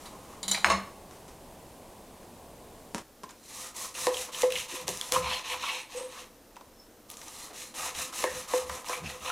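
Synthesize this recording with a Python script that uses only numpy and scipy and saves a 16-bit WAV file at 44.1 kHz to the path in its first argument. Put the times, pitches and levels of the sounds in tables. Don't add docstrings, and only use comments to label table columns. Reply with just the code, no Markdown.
import sys
import numpy as np
from scipy import signal
from scipy.fft import rfft, irfft, next_fast_len
from scipy.io import wavfile
from scipy.ndimage import uniform_filter1d

SR = 44100
rng = np.random.default_rng(int(sys.argv[2]) if len(sys.argv) > 2 else 0)


def transcribe(u):
    v = np.clip(np.atleast_2d(u).T, -1, 1)
    q = np.round(v * 32767).astype(np.int16)
    wavfile.write(sys.argv[1], SR, q)


def gain_from_db(level_db):
    decades = np.asarray(level_db, float) / 20
    return 10 ** decades


N = 410571

CUT_S = 3.022
ONSET_S = 0.0011

# [f/Hz, density/dB per Hz]
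CRUST_SPECTRUM = [(820, -7), (1400, -14.5), (1470, -16.5), (1890, -1), (2630, -5), (3440, -3.5),
                  (4050, 0.5), (4490, -4), (6130, 2.5), (10300, -2.5), (11000, 0.5), (12500, -11),
                  (14000, -9.5), (16000, -22), (16500, -102)]


def unit(x):
    return x / np.sqrt(np.mean(x ** 2))


def noise():
    return rng.standard_normal(N)


def colour(x, spectrum):
    hz, db = np.transpose(spectrum)
    grid_hz = np.maximum(np.arange(2049) * SR / 4096, 1)
    ceps = irfft(np.interp(np.log(grid_hz), np.log(hz), db) * np.log(10) / 20)
    ceps[1:2048] *= 2
    ceps[2049:] = 0
    impulse = irfft(np.exp(rfft(ceps)))
    return signal.oaconvolve(x, impulse)[:len(x)]


def ring(x, modes):
    out = 0
    for k, (hz, width_hz, db) in enumerate(modes):
        peak = signal.iirpeak(hz, hz / max(width_hz, 3), SR)
        out = out + (-1) ** k * gain_from_db(db) * signal.lfilter(*peak, x)
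    return out


def below(x, hz):
    return signal.sosfilt(signal.ellip(8, 0.2, 60, hz, fs=SR, output="sos"), x)


def walk(rate_hz):
    k = int(SR / rate_hz)
    held = np.repeat(rng.standard_normal(N // k + 1), k)
    return uniform_filter1d(uniform_filter1d(held, k), k)[:N]


def arcs(start_s, push_s, level_db, bite, fall_s):
    out = np.zeros(N)
    for s, rise_s, db in zip(start_s, np.maximum(push_s, 0.005), level_db):
        i = np.arange(max(int(s * SR), 0), min(int((s + rise_s + fall_s) * SR), N))
        t = np.maximum(i / SR - s, 0)
        swell = (t / rise_s) ** bite
        fade = np.clip(1 - (t - rise_s) / fall_s, 0, 1) ** 2
        out[i] += gain_from_db(db) * np.where(t < rise_s, swell, fade)
    return out


def swells(events, rise_t60_s):
    out = np.zeros(N)
    for s, db, t60_s in events:
        i = np.arange(int((s - rise_t60_s) * SR), min(int((s + t60_s) * SR), N))
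        t = i / SR - s
        out[i] += gain_from_db(db - 60 * np.where(t < 0, -t / rise_t60_s, t / t60_s))
    return out


def strikes(events, body):
    out, t = np.zeros(N + SR), np.arange(SR // 2) / SR
    click = (t == 0) * 1.0
    shape = (len(events), len(t))
    rattles = rng.standard_normal(shape) * gain_from_db(1.1 * rng.standard_normal(shape))
    scale = np.abs(body(click)).max()
    for (s, db, t60_s, rattle_db, bright_db), rattle in zip(events, rattles):
        push = click + gain_from_db(rattle_db - 60 * t / max(t60_s, 0.004)) * rattle
        soft = signal.lfilter([0.25], [1, -0.75], push)
        i = int((s + ONSET_S) * SR)
        out[i:i + len(t)] += gain_from_db(db) / scale * body(soft + gain_from_db(bright_db) * (push - soft))
    return out[:N]


def short_rings(events, rise_t60_s):
    out, t = np.zeros(N + SR), np.arange(-SR // 10, SR // 4) / SR
    hisses = rng.standard_normal((len(events), len(t)))
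    for (s, db, hz, width_hz, t60_s), hiss in zip(events, hisses):
        i = int(s * SR) - SR // 10
        decay = np.where(t < 0, -t / max(rise_t60_s, 0.001), t / max(t60_s, 0.005))
        out[i:i + len(t)] += unit(ring(hiss, [(hz, width_hz, 0)])) * gain_from_db(db - 60 * decay)
    return out[:N]


def grains(rate_hz, spread_db, bed_db):
    hit = rng.random(N) < rate_hz / SR
    size = np.minimum(rng.exponential(size=N), 4)
    fractures = unit(hit * gain_from_db(spread_db * size) * noise())
    return unit(fractures + gain_from_db(bed_db) * noise())


def patchy(x, modes, rate_hz, patchy_db, centre_hz, focus_db):
    out = 0
    for k, mode in enumerate(modes):
        off_centre_db = np.minimum(focus_db * np.log2(mode[0] / centre_hz) ** 2, 6.0)
        gain = gain_from_db(patchy_db * walk(rate_hz) - off_centre_db)
        out = out + (-1) ** k * gain * ring(x, [mode])
    return unit(out)


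def steady(x, firmness):
    strength = np.abs(signal.hilbert(unit(x), next_fast_len(N))[:N])
    return unit(x / (strength + 0.1) ** firmness)


def kitchen():
    # [f/Hz, density/dB per Hz]
    early_spectrum = [(12, -39), (20, -7), (65, -4.5), (117, -8), (200, -4.5), (479, -6.5), (535, -5),
                      (1060, -10.5), (1280, -20), (2180, -23), (2370, -22.5), (5360, -26), (9410, -24.5),
                      (14300, -29), (16500, -39)]
    late_spectrum = [(12, -37), (20, -4), (71, -7), (179, -10.5), (200, -4), (323, -3), (393, -7),
                     (506, -3.5), (634, -8.5), (2310, -21), (4930, -22.5), (5360, -21), (7730, -23),
                     (15200, -24), (16500, -67)]
    t = np.arange(N) / SR
    early = gain_from_db(-49 - 0.33 * t) * unit(colour(noise(), early_spectrum))
    late = gain_from_db(-55.5 + 0.235 * walk(2.678)) * unit(colour(noise(), late_spectrum))
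    drone = unit(ring(noise(), [(27.4, 12, 0)]))
    return np.where(np.arange(N) < CUT_S * SR, early + gain_from_db(-64.5) * drone, late + gain_from_db(-73.5) * drone)


def sawing():
    # [start/s, push/s, crust/dB,
    # rub/dB, wood/dB]
    slides = [(-.05, 0.121, -54, -59.5, -52.5), (.1, 0.251, -59.5, -65.5, -54)]
    saw_strokes = [(3.35, 0.099, -60, -77.5, -82.5), (3.43, 0.034, -58.5, -70, -81),
                   (3.48, 0.1696, -41, -56.5, -50), (3.742, 0.03, -44.5, -51.5, -50.5),
                   (3.761, 0.0892, -39, -69, -51), (3.94, 0.111, -34.5, -41.5, -42.5),
                   (4.121, 0.095, -36.5, -41.5, -47.5), (4.318, 0.1027, -36.5, -40.5, -44),
                   (4.497, 0.1029, -38.5, -37, -47.5), (4.682, 0.0745, -40.5, -41, -48),
                   (4.79, 0.034, -55.5, -57, -54.5), (4.868, 0.0267, -37, -40, -49.5),
                   (4.93, 0.1487, -42.5, -50.5, -49.5), (5.115, 0.0258, -31.5, -40.5, -34),
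                   (5.221, 0.121, -41.5, -32.5, -42), (5.36, 0.0314, -55, -45, -76),
                   (5.441, 0.086, -41.5, -34, -42.5), (5.595, 0.0687, -44.5, -34, -56.5),
                   (5.68, 0.0885, -46, -36.5, -49.5), (5.89, 0.095, -48, -44.5, -48.5),
                   (6.0, 0.066, -63.5, -55.5, -62), (6.09, 0.1127, -50.5, -48, -53),
                   (7.085, 0.0376, -50, -69.5, -54.5), (7.17, 0.071, -49.5, -65, -56),
               (7.26, 0.1844, -44.5, -54.5, -50), (7.529, 0.095, -42.5, -47, -53.5),
               (7.67, 0.03, -58, -69.5, -65), (7.74, 0.1215, -36, -40.5, -40.5),
               (7.943, 0.0823, -35.5, -38.5, -42), (8.123, 0.0996, -35, -41.5, -43),
               (8.29, 0.1063, -41, -43, -48), (8.475, 0.1052, -36.5, -41.5, -39),
               (8.661, 0.101, -43, -48.5, -44.5), (8.849, 0.0847, -39.5, -41.5, -40.5),
               (9.028, 0.0843, -46.5, -44.5, -47.5), (9.13, 0.084, -57, -64.5, -60),
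               (9.21, 0.085, -45.5, -44, -41.5), (9.248, 0.0375, -52, -40, -46.5)]
    # [start/s, length/s, level/dB]
    hums = [(4.07, 0.055, -35), (4.434, 0.044, -41.5), (4.514, 0.0247, -39), (4.772, 0.0374, -45),
            (4.871, 0.043, -43), (5.121, 0.0634, -28.5), (5.229, 0.115, -51), (5.506, 0.03, -48),
            (5.738, 0.033, -52), (5.948, 0.033, -35.5), (5.997, 0.0181, -36), (6.032, 0.0414, -43.5),
            (6.198, 0.034, -53), (7.798, 0.058, -59.5), (8.232, 0.0196, -35), (8.309, 0.071, -45),
            (8.536, 0.037, -32.5), (8.968, 0.016, -40), (9.117, 0.0404, -47.5), (9.252, 0.034, -44.5)]
    # [f/Hz, width/Hz, level/dB]
    rub_modes = [(1866, 240, 14), (2250, 255, 20.5), (2700, 327, 20), (3258, 307, 23), (3524, 840, 15.5),
                 (4333, 453, 16), (5270, 500, 7)]
    wood_modes = [(640, 345, -18.5), (751, 274, -0.5), (889.7, 83.7, 3.5), (1002, 69.4, 2),
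                  (1120, 80, -1.5), (1237.8, 98.7, -2.5), (1390, 150, -37)]
    hum_modes = [(509.46, 21, 0)]
    # [t/s, f/Hz]
    wood_pitch = [(0, 1120), (3.9, 1173), (5.1, 1068), (5.66, 1050), (5.76, 880), (6.2, 1158), (7.8, 1225),
                  (8.6, 1170), (9.3, 1155)]
    # [f/Hz, density/dB per Hz]
    scrape_spectrum = [(1000, -34), (1700, -2), (2700, 2), (4000, 1), (5000, -5.5), (6500, -1),
                       (9000, -42.5), (12000, -34)]

    start_s, push_s, crust_db, rub_db, wood_db = np.transpose(slides + saw_strokes)
    crust = arcs(start_s, push_s, crust_db, bite=0.496, fall_s=0.1243)
    rub = arcs(start_s, push_s, rub_db, bite=0.375, fall_s=0.1058)
    wood = arcs(start_s, push_s, wood_db, bite=0.456, fall_s=0.1523)
    hum = arcs(*np.transpose(hums), bite=0.053, fall_s=0.0282) + gain_from_db(-11.5) * wood

    teeth = grains(rate_hz=6000, spread_db=-3.0, bed_db=2.5) * gain_from_db(0.92 * walk(70) + 0.74 * walk(200))
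    drag = grains(rate_hz=2500, spread_db=4.0, bed_db=0.0) * gain_from_db(1.73 * walk(60))
    pitch_hz = np.interp(np.arange(N) / SR, *np.transpose(wood_pitch))
    crumb = patchy(teeth + 0.6 * drag, rub_modes, rate_hz=25, patchy_db=2.0, centre_hz=2800, focus_db=3.0)
    board = patchy(drag, wood_modes, rate_hz=30, patchy_db=2.5, centre_hz=pitch_hz, focus_db=69.0)
    grip = np.clip(rub / gain_from_db(-32.5), 0, 1)
    rubbing = grip * crumb + (1 - grip) * unit(colour(drag, scrape_spectrum))
    humming = steady(ring(ring(teeth, hum_modes), hum_modes), firmness=0.823)
    breaking = unit(colour(teeth, CRUST_SPECTRUM))
    return crust * breaking + rub * rubbing + wood * board + gain_from_db(-3.5) * hum * humming


def tip_clinks():
    # [t/s, peak/dB, rattle t60/s, rattle/dB, brightness/dB]
    clinks = [
        (.0548, -40.5, 0.144, -12.5, -6.5),
        (.4288, -28, 0.184, -19.5, -1),
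        (.4795, -29.5, 0.22, -19.5, 9.5),
        (.5122, -23, 0.277, -18.5, 1.5),
        (.546, -16.5, 0.081, -20.5, -32.5),
        (.574, -27.5, 0.43, -19.5, -16),
    ]
    # [f/Hz, width/Hz, level/dB]
    tip_modes = [(870, 337, -5.5), (2192, 244, -4.5), (3030, 110, -7.5), (3900, 172, 4.5), (4120, 50, 5),
                 (4660, 88, 0.5), (5680, 110, -24.5), (6900, 70, -8), (7100, 110, -3.5), (8450, 84, -20),
                 (8700, 130, -1.5), (10030, 220, -16.5), (11000, 150, -11), (13450, 200, -35)]
    return strikes(clinks, lambda x: ring(x, tip_modes) + gain_from_db(-11.5) * colour(x, CRUST_SPECTRUM))


def counter():
    # [peak t/s, thud/dB, upper thud/dB]
    drop_thuds = [
        (.5, -59.5, -45),
        (.68, -50, -43.5),
        (.75, -51.5, -40.5),
    ]
    push_thuds = [(4.2, -61, -73), (4.55, -57.5, -55), (4.89, -59.5, -49), (4.94, -54.5, -60),
                  (5.19, -42.5, -45), (5.29, -48, -51.5), (5.57, -50, -73.5), (7.99, -51.5, -58),
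                  (8.36, -52, -52), (8.71, -50.5, -55), (9.06, -46, -47), (9.23, -52, -64)]

    def band(hz, width_hz):
        once = ring(noise(), [(hz, width_hz, 0)])
        return unit(ring(once, [(hz, 0.98 * width_hz, 0)]))

    def thuds(events):
        rise_s = 0.119
        s, *levels = np.transpose(events)
        return [arcs(s - rise_s, rise_s + 0 * s, db, bite=1.81, fall_s=0.147) for db in levels]

    drop, drop_upper = thuds(drop_thuds)
    push, push_upper = thuds(push_thuds)
    low = (drop + push) * band(hz=72.45, width_hz=17.0)
    upper = drop_upper * band(hz=194.67, width_hz=10.25)
    return low + upper + push_upper * band(hz=160.0, width_hz=77)


def glances():
    # [t/s, peak/dB, f/Hz, width/Hz, t60/s]
    glance_events = [(.4300, -38, 4660, 150, 0.059), (.4300, -37, 7100, 200, 0.042),
                     (.4340, -35.5, 3902, 150, 0.091), (.4810, -27, 7100, 150, 0.055),
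                     (.4810, -37, 8700, 200, 0.045), (.5135, -21, 7100, 150, 0.074),
                     (.5125, -38.5, 8700, 200, .05), (.518, -42, 5940, 120, 0.16),
                     (.522, -26, 4067, 150, 0.074), (.481, -47.5, 11000, 120, 0.068),
                     (.5125, -43, 11000, 120, .1), (.5125, -46.5, 13450, 150, .1),
                     (.5465, -31, 2250, 300, 0.13), (.574, -35, 870, 150, 0.091),
                     (.672, -32, 562, 250, 0.326), (.699, -35.5, 7300, 1500, .04),
                     (.655, -28, 914, 500, 0.238), (.66, -38, 4050, 150, 0.074),
                     (.646, -46.5, 6630, 80, 0.246), (.703, -30, 1102, 60, 0.063),
                     (.715, -23, 1130, 60, 0.074), (.736, -31, 1113, 60, 0.14)]
    return short_rings(glance_events, rise_t60_s=0.0043)


def peals():
    # [t/s, peak/dB, f/Hz, t60/s]
    partials = [(.431, -40.5, 3940, 0.196), (.481, -41, 5900, .15), (.481, -45.5, 10000, .12),
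                (.481, -42.5, 8300, .15), (0.515, -27, 3899, 0.132), (.514, -32.5, 5892, 0.23),
                (0.515, -46.5, 6697, .3), (.548, -46, 5254, 0.32), (0.646, -41, 5254, 0.54),
                (.645, -36, 6605, 0.276), (.645, -31.5, 4135, .16), (0.646, -40, 8333, .3),
                (.700, -38, 5254, 0.182), (.700, -26.5, 1112, 0.46), (.700, -38, 1890, 0.27),
                (.700, -40, 4330, 0.32)]
    out, t = np.zeros(N + SR), np.arange(SR // 2) / SR
    for s, db, hz, t60_s in partials:
        i = int(s * SR)
        out[i:i + len(t)] += gain_from_db(db - 60 * t / max(t60_s, 0.01)) * np.sin(2 * np.pi * hz * t)
    return out[:N]


def handle_slaps():
    # [t/s, peak/dB, rattle t60/s, rattle/dB, brightness/dB]
    slaps = [
        (0.644, -12, 0.453, -29.5, -3.5),
        (0.66, -21.5, 0.204, -33, -11),
        (0.699, -13.5, 0.21, -34.5, -6),
        (0.702, -17.5, 0.268, -24, 3),
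        (0.716, -28, 0.21, -21.5, 3),
    ]
    heel = [(.6443, -1.83, .01, -63.5, 0)]
    # [f/Hz, width/Hz, level/dB]
    knife_modes = [(332, 9.1, -7.5), (460, 22, -13), (661, 48, -10), (880, 160, -10), (1120, 42.8, -1),
                   (1236, 23.6, -6.5), (1610, 20, -46), (1800, 123, -8), (2057, 152, -19.5),
                   (2728, 30, -13), (2957, 65, -14.5), (3680, 31, -42.5), (4120, 57, -13), (4330, 27, -16),
                   (5254, 48, -16.5), (6630, 35, -19.5), (7390, 71, -26.5), (8280, 61, -23.5),
                   (10500, 240, -27)]
    heel_modes = [(1585, 1400, 0)]
    # [f/Hz, density/dB per Hz]
    slap_spectrum = [(180, -44.5), (300, -17.5), (801, -10), (1110, -13), (2140, -2.5), (3070, -19),
                     (4180, -6.5), (4850, -36), (6620, -15), (15000, -72)]
    drop = strikes(slaps, lambda x: gain_from_db(9.0) * ring(x, knife_modes) + colour(x, slap_spectrum))
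    smack = strikes(heel, lambda x: -ring(ring(x, heel_modes), heel_modes))
    return drop + smack


def loaf_pats():
    # [t/s, peak/dB, rattle t60/s, rattle/dB, brightness/dB]
    pats = [
        (1.11, -39.5, 0.59, -26, 9.5),
        (1.279, -45.5, 0.227, -15, 8),
        (2.23, -34.5, 0.063, -24, -11),
        (2.9458, -12.5, 0.224, -30, 1),
        (2.98, -26.5, 0.079, -21, 6.5),
        (3.2335, -27.5, 0.102, -20.5, 0),
        (3.291, -42, 0.195, -16.5, 8.5),
    ]
    # [f/Hz, density/dB per Hz]
    pat_spectrum = [(59, -69.5), (100, -21.5), (197, -2), (365, -9.5), (442, -5), (634, -12.5), (970, -8.5),
                    (1280, -13), (3700, -21.5), (4600, -25), (5500, -19.5), (10000, -25.5), (14700, -42),
                    (16000, -60)]
    return strikes(pats, lambda x: colour(x, pat_spectrum))


def steel_sings():
    # [peak t/s, level/dB, t60/s]
    whines = [(3.5, -63, 0.47), (5.37, -41.5, 0.147), (5.8, -51.5, 0.143), (7.42, -56.5, 0.3),
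              (7.69, -60, 0.18)]
    sings = [(5.815, -53.5, 0.35), (5.99, -47.5, 0.53)]
    pings = [(6.81, -59.5, 0.2)]
    # [f/Hz, width/Hz, level/dB]
    whine_modes = [(4152, 70, 0)]
    steel_modes = [(5290, 34, -16.5), (6690, 42, -4.5), (8300, 50, 3.5), (10060, 81, -2.5)]
    slide = noise()
    sing = swells(sings, rise_t60_s=0.12) * unit(ring(slide, steel_modes))
    ping = swells(pings, rise_t60_s=0.24) * unit(ring(slide, steel_modes[:1]))
    whine = swells(whines, rise_t60_s=0.76) * unit(ring(slide, whine_modes))
    return sing + ping + whine


def cracks():
    # [t/s, peak/dB, flake f/Hz, crumbling t60/s]
    loud_cracks = [(3.308, -37, 6900, 0.016), (3.766, -29.5, 7100, 0.065), (4.0687, -17, 4120, 0.015),
                   (4.42, -15.5, 5820, 0.0053), (4.5222, -18, 2830, 0.036), (4.504, -25, 2600, 0.024),
                   (4.7138, -29.5, 2600, .02), (4.813, -34, 13100, .01), (4.8796, -14.5, 5960, 0.0088),
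                   (4.89, -18, 6200, 0.0099), (4.9727, -24.5, 5730, 0.016), (5.0124, -17.5, 3370, 0.0082),
                   (5.028, -33, 11000, .01), (5.08, -37.5, 6110, .015), (5.1216, -9.5, 3380, 0.0041),
                   (6.559, -41, 2750, 0.056), (7.1007, -25.5, 10500, 0.013), (7.113, -31.5, 10400, 0.035),
                   (7.14, -36, 3950, 0.023), (7.1694, -31, 6630, 0.022), (7.215, -34.5, 1974, 0.027),
                   (7.2155, -33, 5820, 0.027), (7.282, -29.5, 5960, 0.023), (7.741, -38.5, 5990, 0.03),
                   (7.95, -27, 2850, 0.048), (8.226, -28, 3000, .015), (8.241, -20.5, 2150, 0.023),
                   (8.975, -32, 3015, 0.0112), (8.8859, -24, 5410, .02), (8.895, -25, 6000, .015),
                   (9.1, -29, 2020, 0.021), (9.2062, -37, 2720, .02), (9.256, -29.5, 2980, 0.0296),
                   (9.2943, -26, 5900, 0.0147)]
    dull_taps = [(3.238, -28, 1044, 0.029), (5.1624, -26.5, 965, 0.025), (6.566, -32, 989, 0.045),
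                 (6.61, -36, 970, 0.038), (8.127, -29, 1170, 0.053), (8.6975, -21, 1120, 0.02),
                 (8.8445, -28, 1040, 0.02), (9.3, -20, 1304, 0.091)]
    crunches = [(3.951, -28.5, 2680, 0.063), (4.142, -20.5, 3160, 0.029), (4.169, -19, 3030, 0.0274),
                (4.346, -23, 3060, 0.038), (4.555, -15, 2940, 0.039), (4.5605, -19, 2220, .03),
                (4.568, -26.5, 2710, .027), (4.575, -20, 3010, .02), (4.5844, -20.5, 3300, 0.047),
                (8.8627, -29.5, 2630, 0.0165), (5.297, -26, 2900, .02)]
    # [f/Hz, density/dB per Hz]
    snap_spectrum = [(400, -11.5), (1000, -17), (3400, 3), (4600, -5.5), (6100, -1.5), (10300, -5),
                     (12300, -15), (14000, -8.5), (16800, -22), (17200, -63)]
    out, t = np.zeros(N + SR), np.arange(SR // 8) / SR
    impulse = (t == 0) * 1.0
    click = colour(impulse, snap_spectrum)
    click = click / np.abs(click).max()
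    for events, click_db in ((loud_cracks, 0), (dull_taps, -6.5), (crunches, -14.5)):
        hisses = rng.standard_normal((len(events), len(t)))
        for (s, db, hz, t60_s), hiss in zip(events, hisses):
            crumbling = gain_from_db(-7.5) * gain_from_db(-60 * t / max(t60_s, 0.003)) * hiss
            flake = ring(impulse + crumbling, [(hz, 0.126 * hz, 0)])
            flake = flake / np.abs(flake).max()
            click_gain = gain_from_db(6.0 + 0.19 * db + click_db)
            i = int((s + ONSET_S / 2) * SR)
            out[i:i + len(t)] += gain_from_db(db) * (0.544 * flake + click_gain * click)
    return out[:N]


def board_knocks():
    # [t/s, peak/dB, rattle t60/s, rattle/dB, brightness/dB]
    knocks = [(4.068, -12.5, 0.197, -31.5, -5), (4.4315, -17.5, 0.0803, -21.5, -1.5),
              (4.882, -22, 0.129, -28, -17.5), (5.1205, -32.5, 0.147, -15.5, -43),
              (8.239, -14, 0.132, -29.5, 4), (8.535, -17, 0.074, -24, -14.5),
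              (8.695, -36.5, 0.144, -29.5, 20), (8.895, -27, 0.089, -24.5, 2.5)]
    # [f/Hz, width/Hz, level/dB]
    board_modes = [(333.3, 46, -8), (401.5, 28.8, -5.5), (504.26, 20.7, 7.5), (648, 160, -7.5),
                   (992.5, 133, -2.5), (1184, 310, -16.5), (1715, 353, -15.5), (2176, 113, -24)]
    return strikes(knocks, lambda x: ring(x, board_modes))


def squeaks():
    # [t/s, peak/dB, f/Hz, width/Hz, t60/s]
    squeak_events = [(4.29, -45, 1030, 200, 0.12), (4.29, -47, 500, 100, 0.2),
                     (4.345, -41.5, 3030, 250, 0.057), (4.742, -42, 336, 60, 0.069),
                     (5.166, -21, 1016, 148, 0.053), (5.15, -31.5, 2880, 500, 0.091),
                     (5.27, -34.5, 1032, 90, 0.247), (5.32, -33, 987, 90, 0.11),
                     (5.33, -45.5, 2700, 400, 0.11), (5.52, -36, 2460, 500, 0.167),
                     (5.545, -32, 1016, 120, 0.111), (5.61, -61, 5400, 200, .15),
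                     (5.64, -33.5, 1035, 120, 0.177), (5.685, -33.5, 1088, 120, 0.095),
                     (5.69, -32.5, 2230, 100, 0.112), (5.7, -30.5, 2740, 300, 0.1),
                     (5.72, -39.5, 867, 80, 0.11), (5.775, -46.5, 910, 100, 0.157),
                     (5.8, -40.5, 2450, 400, 0.108), (6.17, -45, 1146, 200, 0.176),
                     (5.975, -51, 6710, 120, 0.13), (5.975, -45.5, 8370, 350, 0.155),
                     (7.51, -47, 550, 250, 0.28), (7.62, -47, 6700, 300, .12),
                     (8.14, -44.5, 1153, 100, 0.122), (8.265, -37.5, 1800, 150, 0.33),
                     (8.935, -37, 2380, 300, 0.176), (9.065, -38, 2584, 253, 0.107),
                     (9.065, -49, 5300, 250, 0.084), (9.1, -47, 4250, 300, .04),
                     (9.035, -42.5, 199, 100, 0.17)]
    return short_rings(squeak_events, rise_t60_s=0.0696)


def room(x):
    t = np.arange(SR // 2) / SR
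    tail = rng.standard_normal(len(t)) * gain_from_db(-60 * t / 0.419) * (t > 0.004)
    tail = signal.lfilter(*signal.butter(1, 5100, fs=SR), tail)
    return signal.oaconvolve(x, gain_from_db(-13.5) * tail / np.linalg.norm(tail))[:len(x)]


def stereo_trace(close, tone):
    # [f/Hz, side minus mid/dB]
    side_spectrum = [(60, -20.5), (110, -27), (200, -23), (380, -22.5), (700, -23), (1290, -18),
                     (2380, -14), (4400, -12), (8120, -11), (15000, -7)]
    trace = walk(250)
    trace = unit(trace - uniform_filter1d(trace, size=2000))
    source = tone + gain_from_db(-6.5) * np.tanh(10 * close) / 10
    return gain_from_db(-1.0) * colour(source * trace, side_spectrum)


def scene():
    top_hz = 15950
    tone = below(kitchen(), top_hz)
    near = sawing() + tip_clinks() + glances() + peals() + handle_slaps() + loaf_pats()
    near = near + steel_sings() + board_knocks() + squeaks()
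    snaps = cracks()
    near = near + snaps
    cut = int(CUT_S * SR)
    close = near + np.r_[room(near[:cut]), room(near[cut:])] + counter()
    close = below(close - snaps, top_hz) + snaps
    side = stereo_trace(close, tone)
    return np.array([close + tone + side, close + tone - side])


def top_cut(x):
    return signal.sosfilt(signal.butter(12, 17150, fs=SR, output="sos"), x)


def record(dry):
    mix = below(dry, 17000)
    return top_cut(mix)


dry = scene()
out = record(dry)
transcribe(out)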